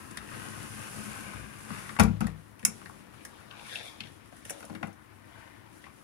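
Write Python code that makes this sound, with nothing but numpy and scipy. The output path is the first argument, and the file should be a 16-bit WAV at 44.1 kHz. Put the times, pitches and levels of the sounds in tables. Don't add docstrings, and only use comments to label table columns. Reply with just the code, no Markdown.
import sys
import numpy as np
from scipy import signal
from scipy.fft import rfft, irfft, next_fast_len
from scipy.io import wavfile
from scipy.ndimage import uniform_filter1d

SR = 44100
rng = np.random.default_rng(int(sys.argv[2]) if len(sys.argv) > 2 else 0)


def output_pcm(signal):
    pcm = np.clip(np.atleast_2d(signal).T, -1, 1) * 32767
    wavfile.write(sys.argv[1], SR, np.round(pcm).astype(np.int16))


N = 266275
LONG = next_fast_len(N)
BINS_HZ = np.arange(LONG // 2 + 1) * SR / LONG + 1

# frequency in Hz, width in Hz, level in dB.
FRAME_MODES = [(890, 204, -3), (1041, 110, -1), (1299, 105, 1.5), (1503, 154, 1.5), (1943, 200, -2.5),
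               (2380, 376, -0.5), (2754, 270, -5.5)]
# frequency in Hz, level in dB per Hz.
SEAL_COLOUR = [(180, -9), (300, 3), (366, -21), (478, -14.5), (787, -22.5), (1040, -1), (1510, 1),
               (1750, -1), (2880, -7.5), (3830, -16), (8220, -17.5), (9880, -10), (16000, -37.5)]


def undb(db):
    return 10 ** (np.asarray(db) / 20)


def unit(x):
    return x / np.sqrt(np.mean(x ** 2))


def power_sum(*gains):
    return np.sqrt(sum(g ** 2 for g in gains))


def on_log(table, hz):
    f, v = np.transpose(table)
    return np.interp(np.log(hz), np.log(f), v)


def colour(x, table):
    n = next_fast_len(x.shape[-1])
    gain = undb(on_log(table, np.arange(n // 2 + 1) * SR / n + 1))
    return irfft(rfft(x, n) * gain, n)[..., :x.shape[-1]]


def shape(x, gain):
    return irfft(rfft(x, LONG) * gain, LONG)[..., :N]


def passband(x, lo_hz, hi_hz):
    return signal.sosfilt(signal.butter(3, [lo_hz, hi_hz], "band", fs=SR, output="sos"), x)


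def resonate(x, hz, width_hz):
    return signal.lfilter(*signal.iirpeak(hz, hz / width_hz, fs=SR), x)


def glide(x, hz, width_hz):
    turn = np.exp(2j * np.pi * np.cumsum(hz * np.ones(x.shape[-1])) / SR)
    smooth = signal.lfilter(*signal.butter(2, width_hz / 2, fs=SR), x * turn.conj())
    return (smooth * turn).real / np.sqrt(width_hz)


def ring(x, hz, t60):
    p = np.exp(2j * np.pi * hz / SR - np.log(1000) / (t60 * SR))
    return signal.lfilter([0, p.imag], [1, -2 * p.real, abs(p) ** 2], x)


def walk(rate):
    k = int(SR / rate)
    steps = np.repeat(rng.standard_normal(N // k + 1), k)
    return uniform_filter1d(uniform_filter1d(steps, k), k)[:N]


def swell(s, db, rise_s, fall_s):
    t = np.arange(N) / SR - s
    return undb(db) * np.exp(np.where(t < 0, t / max(rise_s, .002), -t / max(fall_s, .002)))


def curves(table):
    s, *columns = np.transpose(table)
    t = np.arange(N) / SR
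    gate = uniform_filter1d(1. * ((t >= s[0]) & (t < s[-1])), 900)
    return [np.interp(t, s, c) for c in columns], gate


def diffuse(grain_db):
    # frequency in Hz, share of the sound common to both microphones.
    likeness = [(60, 0.95), (300, 0.75), (500, 0.42), (1000, 0.27), (2500, 0.049), (5000, 0.021)]
    grains = np.repeat(np.minimum(rng.exponential(size=N // 32 + 1), 5.), 32)[:N]
    common, left, right = rng.standard_normal((3, N)) * undb(grain_db * grains)
    share = np.clip(on_log(likeness, BINS_HZ), 0, 1)
    return shape(common, np.sqrt(share)) + shape(np.array([left, right]), np.sqrt(1 - share))


def rain():
    # frequency in Hz, level in dB per Hz.
    rain_colour = [(25, -34), (60, -4), (105, 3), (150, -8.5), (210, -6.5), (315, 0.5), (450, -14.5),
                   (750, -14.5), (1050, -10.5), (2000, -14.5), (4000, -32.5), (7500, -37.5), (9900, -27.5),
                   (15500, -33.5)]
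    wash, gust, out = colour(diffuse(grain_db=0.8), rain_colour), walk(1.66), 0
    for hz in 30 * 2 ** np.arange(0, 9.3, .5):
        out = out + undb(0.56 * gust + 1.4 * walk(6.9)) * resonate(wash, hz, 0.48 * hz)
    half_shut_s, shutting_s, open_db = 0.79, 0.43, 6.5
    opening = 1 / (1 + np.exp((np.arange(N) / SR - half_shut_s) / shutting_s))
    return unit(out) * undb(-58.5 + open_db * opening)


def room(x):
    t60_s, top_t60_s, room_db = 0.24, 0.11, -8.5
    t = np.arange(int(.4 * SR)) / SR
    noise = rng.standard_normal((2, len(t)))
    low = signal.lfilter(*signal.butter(1, 2500., fs=SR), noise)
    tail = low * undb(-60 * t / t60_s) + (noise - low) * undb(-60 * t / top_t60_s)
    tail = signal.lfilter(*signal.butter(2, 300., "high", fs=SR), tail * (t > .003))
    return x + undb(room_db) * signal.fftconvolve(x[None], unit(tail) / np.sqrt(len(t)))[:, :N]


def pane(push, damp=1.):
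    # frequency in Hz, level in dB, 60 dB decay in seconds.
    pane_modes = [(61, -11, 0.59), (102.8, -5, 0.75), (157.6, -6, 0.38), (187.2, -4, 0.33),
                  (218.3, 1, 0.25), (307.3, -14, 0.23), (382, -17, 0.11), (455.6, -18, 0.35),
                  (511, -17.5, .2)]
    out = 0
    for k, (f, db, t60) in enumerate(pane_modes):
        out = out + (-1) ** k * undb(db + 2.8 * walk(22.03)) * ring(push, f, t60 * damp)
    return out


def rumble():
    push = diffuse(grain_db=2.5)
    return unit(unit(pane(push)) * undb(-3.5) + unit(resonate(push, 152.0, 200.0)))


def hiss(flicker_db):
    high = signal.butter(3, 4400., "high", fs=SR, output="sos")
    top = signal.sosfilt(high, colour(diffuse(grain_db=1.7), SEAL_COLOUR))
    return unit(top) * undb(flicker_db * walk(24))


def rustle():
    # peak in seconds, level in dB, rise in seconds, fall in seconds,
    # brightness in dB.
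    strokes = [(2.78, -62, .12, 0.17, -6), (3.24, -67, 0.14, 0.14, 4), (3.6, -53, 0.28, 0.15, -6.5),
               (3.73, -48.5, 0.074, 0.18, 2), (3.88, -58, 0.082, 0.05, 6), (4.05, -65, 0.036, 0.046, 7),
               (4.53, -61.5, 0.19, .12, 2), (5.38, -60, 0.18, 0.21, -32), (5.85, -65, .05, 0.092, 2)]
    # peak in seconds, level in dB, fall in seconds.
    shudder = [(1.998, -21, 0.034), (2.11, -47.5, .15), (2.22, -38.5, 0.063), (2.7, -51.5, 0.78),
               (2.86, -57, 0.083), (4.05, -52.5, 0.13), (4.71, -57, .2)]
    # peak in seconds, level in dB, rise in seconds, fall in seconds.
    brushes = [(2.8, -62, .2, 0.28), (3.3, -64, 0.13, 0.18), (3.75, -53, 0.14, 0.19),
               (4.53, -58, 0.19, .15), (4.87, -63, .03, .04), (5.83, -63.5, .1, 0.11)]
    # peak in seconds, level in dB, rise in seconds, fall in seconds.
    let_go = (5.37, -57, .07, .17)
    # frequency in Hz, level in dB.
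    creak_modes = [(920, 2), (1060, 2), (1520, 3), (1790, 1), (2040, 1), (2290, -15), (2850, -5)]
    # frequency in Hz, level in dB.
    cloth_bands = [(500, -12), (800, -7), (1500, -2.5), (2400, -1), (3000, -7), (3700, -15.5),
                   (4600, -17.5)]
    still_db, still_bright_db, still_hiss_db, still_pane_db = -67, -73.5, -72, -62
    shut = np.arange(N) / SR > shudder[0][0]
    shake = power_sum(*(swell(s, db, 0.0098, fall_s) for s, db, fall_s in shudder))
    rattle = undb(-23) * shake
    dull = power_sum(*(swell(*row[:4]) for row in strokes))
    sharp = power_sum(*(swell(*row[:4]) * undb(row[4]) for row in strokes))
    dull_db = 20 * np.log10(power_sum(undb(still_db), dull, rattle))
    bright_db = 20 * np.log10(power_sum(undb(still_bright_db), sharp, rattle))

    cloth, rub = diffuse(grain_db=2.0), 0
    for hz in 560 * 2 ** np.arange(0, 3.1, 1 / 3):
        bright = np.clip(np.log2(hz / 1380.0) / .8, 0, 1)
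        patch = unit(resonate(resonate(cloth, hz, 0.38 * hz), hz, 0.38 * hz))
        band_db = (1 - bright) * dull_db + bright * bright_db + on_log(cloth_bands, hz)
        rub = rub + undb(band_db + 3.5 * walk(25)) * patch

    focus_db = bright_db + 1.0 * (bright_db + 45.5) + 3.6 * walk(30)
    focus = unit(glide(cloth, 3300. * (1 + 0.032 * walk(10)), 550.)) * undb(focus_db)
    singing = sum(undb(db + 4. * walk(11)) * resonate(cloth, f, 60.) for f, db in creak_modes)
    creak = unit(singing) * swell(*let_go)
    fizz = power_sum(undb(still_hiss_db), *(swell(*row) for row in brushes))
    fizz = fizz * undb(-1.0) * hiss(flicker_db=-3.5)
    low = power_sum(undb(still_pane_db), shake, undb(-30.5) * dull ** 0.59)
    return shut * (rub + focus + creak + fizz + low * undb(-2.5) * rumble())


def latch():
    # time in seconds, level in dB.
    grind = [(4.46, -48), (4.474, -73), (4.508, -53), (4.53, -54.5), (4.74, -48.5), (4.812, -61),
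             (4.834, -47), (4.95, -64)]
    # frequency in Hz, width in Hz, level in dB.
    keeper_modes = [(316, 25, 7.5), (491, 36, 1), (558, 22, 3), (630, 37, -2), (770, 44, -31)]
    (grind_db,), moving = curves(grind)
    slips = diffuse(grain_db=4.5)
    seats_s, seated_tilt_db = 4.67, 9.5
    seated = np.tanh((np.arange(N) / SR - seats_s) / 0.022)
    rings = 0
    for f, w, db in keeper_modes:
        tilted_db = db - seated_tilt_db * seated * np.log2(f / 424.0)
        rings = rings + undb(tilted_db) * resonate(slips, f, w) / np.sqrt(w)
    return moving * undb(grind_db + 0.6) * unit(rings)


def knocks(table, crack_colour, contact_s, pane_db, frame, low_hz, damp):
    size = 4096
    out, push, t = np.zeros(N + size), np.zeros(N + size), np.arange(size) / SR
    contact = np.hanning(int(contact_s * SR))
    for s, peak_db, hz, blow_db, crack_db, t60 in table:
        noise, i = rng.standard_normal((2, size)), int(s * SR)
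        decay = undb(-60 * t / max(t60, .004)) + 0.89 * np.exp(-t / 0.00039)
        fade = (1 - np.exp(-t / 0.00012)) * decay
        burst = noise[0] * fade
        own = resonate(resonate(burst, hz, 0.51 * hz), hz, 0.51 * hz)
        sash = sum((-1) ** k * undb(db) * resonate(burst, f, 2.75 * w) for k, (f, w, db) in enumerate(FRAME_MODES))
        body = own + frame * passband(sash, 280.0, 3300.) + 0.044 * passband(burst, 310.0, 4014.0)
        crack = fade * colour(noise[1], crack_colour)
        out[i:i + size] += undb(peak_db + 1.5) * body / abs(body).max()
        out[i:i + size] += undb(crack_db + 2.0) * crack / abs(crack).max()
        push[i:i + len(contact)] += undb(blow_db + pane_db) * contact / contact.sum()
    return out[:N] + signal.lfilter(*signal.butter(2, low_hz, "high", fs=SR), pane(push[:N], damp))


def hard_knocks():
    # start in seconds, peak in dB, ring in Hz, blow on the pane in dB, crack in
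    # dB.
    rail_ticks = [(0.11, -49, 1040, -42.5, -42), (0.171, -33, 1510, -47, -33),
                  (0.172, -37.5, 3700, -63, -45), (1.704, -31, 1040, -35, -56),
                  (1.892, -33.5, 1320, -47, -51), (1.964, -31, 1300, -55, -56),
                  (1.997, -17.5, 1310, -40.5, -35), (2.035, -33, 1390, -45, -50)]
    catch_ticks = [(2.593, -47, 2600, -51.5, -48), (2.628, -43, 2000, -36.5, -54),
                   (2.65, -26, 2250, -43.5, -9.5), (2.651, -30.5, 1300, -51, -40),
                   (2.675, -41.5, 1210, -34, -56), (2.815, -44, 1050, -65, -75),
                   (2.858, -38, 1710, -54, -76), (2.896, -39.5, 1000, -61, -67)]
    finger_taps = [(3.137, -50, 1360, -75, -61), (3.25, -40.5, 1640, -55, -37),
                   (3.510, -40, 2770, -65, -66), (3.594, -40, 2600, -71, -64), (3.756, -28, 2900, -62, -59),
                   (4.004, -29.5, 3000, -45.5, -46), (4.035, -43, 3100, -78, -68),
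                   (4.07, -46.5, 3200, -64.5, -67.5), (5.840, -44, 1860, -58, -63),
                   (5.865, -44, 1060, -75, -65)]
    lever_clicks = [(4.324, -46, 610, -52, -58), (4.367, -53, 1760, -53, -47), (4.451, -43, 2020, -52, -40),
                    (4.496, -35, 2000, -49, -30.5), (4.504, -34.5, 584, -59, -29),
                    (4.604, -41.5, 590, -52, -47), (4.627, -40, 580, -53, -52), (4.65, -58, 590, -57, -43),
                    (4.697, -39, 616, -38.5, -63), (4.75, -39, 1390, -39, -48.5),
                    (4.828, -30, 620, -32.5, -49), (4.830, -33, 1340, -68, -57),
                    (4.838, -49, 900, -60, -67), (4.87, -42, 660, -41, -52.5), (4.929, -67, 799, -69, -53)]
    sash_jolts = [
        (0.16, -60, 900, -39, -80),
        (1.334, -40, 950, -35, -75),
        (1.4, -58, 900, -38, -80),
    ]
    slam_blows = [(1.988, -23, 890, -19, -42), (1.996, -14, 880, -15, -14), (2.0, -17.5, 760, -15, -16.5),
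                  (2.011, -57, 789, -16, -52), (2.034, -42, 750, -16, -26.5), (2.054, -41, 861, -27.5, -46),
                  (2.092, -48, 800, -28.5, -60), (2.206, -33, 700, -26, -32),
                  (2.212, -29, 1200, -25.5, -43), (2.243, -42, 1090, -26.5, -58),
                  (2.268, -35.5, 1430, -30.5, -38.5)]
    # frequency in Hz, level in dB per Hz.
    tick_crack = [(3000, -33.5), (4500, -22.5), (5300, -2), (6000, 1), (6700, -3), (7700, 0.5),
                  (8500, -3.5), (9800, 8), (12000, -8.5), (15000, -10), (16500, -33.5)]
    # frequency in Hz, level in dB per Hz.
    jamb_crack = [(3000, -9), (4000, -7), (5500, -2), (7000, -1.5), (8500, -7.5), (9900, 7.5), (11500, -8),
                  (14500, -10), (16500, -23)]
    kinds = (rail_ticks, 0.032), (catch_ticks, 0.031), (finger_taps, 0.038), (lever_clicks, 0.036)
    small = [(*row, t60) for rows, t60 in kinds for row in rows]
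    heavy = [(*row, 0.032) for row in sash_jolts]
    blows = [(*row, 0.03) for row in slam_blows]
    ticks = knocks(small, tick_crack, contact_s=0.00074, pane_db=-1.0, frame=0.44, low_hz=144.0, damp=0.54)
    jolts = knocks(heavy, tick_crack, contact_s=0.0078, pane_db=-3.5, frame=0.6, low_hz=30., damp=0.93)
    slam = knocks(blows, jamb_crack, contact_s=0.0019, pane_db=-4.5, frame=0.88, low_hz=35.6, damp=0.91)
    return slam + ticks + jolts


def slide():
    # time in seconds, speed in dB, seal pressure in dB.
    sash_push = [(0.0, -10, 3.5), (0.17, -8, -4), (0.36, 0.5, -3), (0.55, -2.5, 0), (1.05, 0, 1),
                 (1.32, -0.5, -4), (1.53, -7, -2), (1.78, -2.5, 0.5), (1.98, -3.5, -1.5)]
    # peak in seconds, level in dB, rise in seconds, fall in seconds.
    seal_grips = [
        (0.11, -58, 0.0082, .015),
        (1.74, -53, .04, .07),
    ]
    # frequency in Hz, width in Hz, level in dB.
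    squeal_modes = [(3540, 130, -1), (4420, 250, -2), (4730, 300, 0)]
    roll_db, roll_per_speed, scrape_db, seal_db, squeal_idle_db = -47, 0.99, -48.5, -50.5, -72.5
    (speed_db, press_db), moving = curves(sash_push)
    end = 2 * SR
    t = np.arange(end) / SR
    grit = diffuse(grain_db=1.5)[:, :end]

    rings = 0
    for f, w, db in FRAME_MODES:
        wander_hz = f * (1 + 0.061 * walk(2.97)[:end])
        rings = rings + undb(db + 2.9 * walk(7.87)[:end]) * glide(grit, wander_hz, w)
    gap_hz, sag_hz_per_s, gap_opens_s, gap_db = 1558, 110, 0.69, -12.5
    gap = unit(glide(grit, gap_hz - sag_hz_per_s * (t - gap_opens_s), 104.0))
    gap = gap * np.clip((t - gap_opens_s) / 0.083 + 1, 0, 1) * (t < 1.52)
    broad = passband(colour(grit, SEAL_COLOUR), 340.0, 4300.0)
    scrape = unit(unit(rings) * undb(-6.5) + unit(broad) + undb(gap_db) * gap)
    scrape = scrape * undb(scrape_db + speed_db + 1.75 * walk(25.28))[:end]

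    grip = power_sum(undb(squeal_idle_db), *(swell(*row) for row in seal_grips))
    squeal = unit(sum(glide(grit, f, w) * undb(db) for f, w, db in squeal_modes))
    squeal = squeal * (grip * undb(-5. + 2.6 * walk(20)))[:end]
    scrape = scrape + undb(2.) * grip[:end] * unit(broad[::-1])
    frame = np.pad(scrape + squeal, ((0, 0), (0, N - end)))
    seal = power_sum(undb(seal_db + speed_db + press_db), undb(-4.0) * grip)
    rollers = undb(roll_db + roll_per_speed * speed_db) * rumble()
    return moving * (rollers + frame + seal * hiss(flicker_db=0.5))


def scene():
    # frequency in Hz, left minus right in dB.
    near_lean = [(60, 0.5), (250, 0.5), (1000, 0), (2000, 0), (4000, 1.5), (10000, 1.5)]
    left, right = room(hard_knocks())
    lean = undb(on_log(near_lean, BINS_HZ) / 2)
    close = np.array([shape(left, lean), shape(right, 1 / lean)])
    return rain() + rustle() + latch() + close + slide()


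def band_limit(x):
    return signal.sosfilt(signal.butter(12, 16810, fs=SR, output="sos"), x)


def record(dry):
    # frequency in Hz, left minus right in dB.
    port_balance = [(40, 14), (300, 11), (700, 11.5), (1300, 11.5), (2400, 10.5), (4400, 4.5), (7500, 3),
                    (9900, -7.5), (12000, -7), (15000, -10.5)]
    # frequency in Hz, level in dB.
    top_cut = [(15600, 0), (16000, -6), (16500, -40)]
    port_lag_s, mic_low_hz = 0.001129, 29.2
    left_share = 1 / (1 + undb(-2 * on_log(port_balance, BINS_HZ)))
    gains = 2 * np.sqrt([left_share, 1 - left_share])
    ports = shape(dry, gains * undb(on_log(top_cut, BINS_HZ)))
    ports = signal.lfilter(*signal.butter(2, mic_low_hz, "high", fs=SR), ports)
    ports[0] = np.roll(ports[0], int(port_lag_s * SR))
    mix = shape(np.clip(ports, -1, 1), BINS_HZ < 16800.)
    return band_limit(mix)


dry = scene()
out = record(dry)
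output_pcm(out)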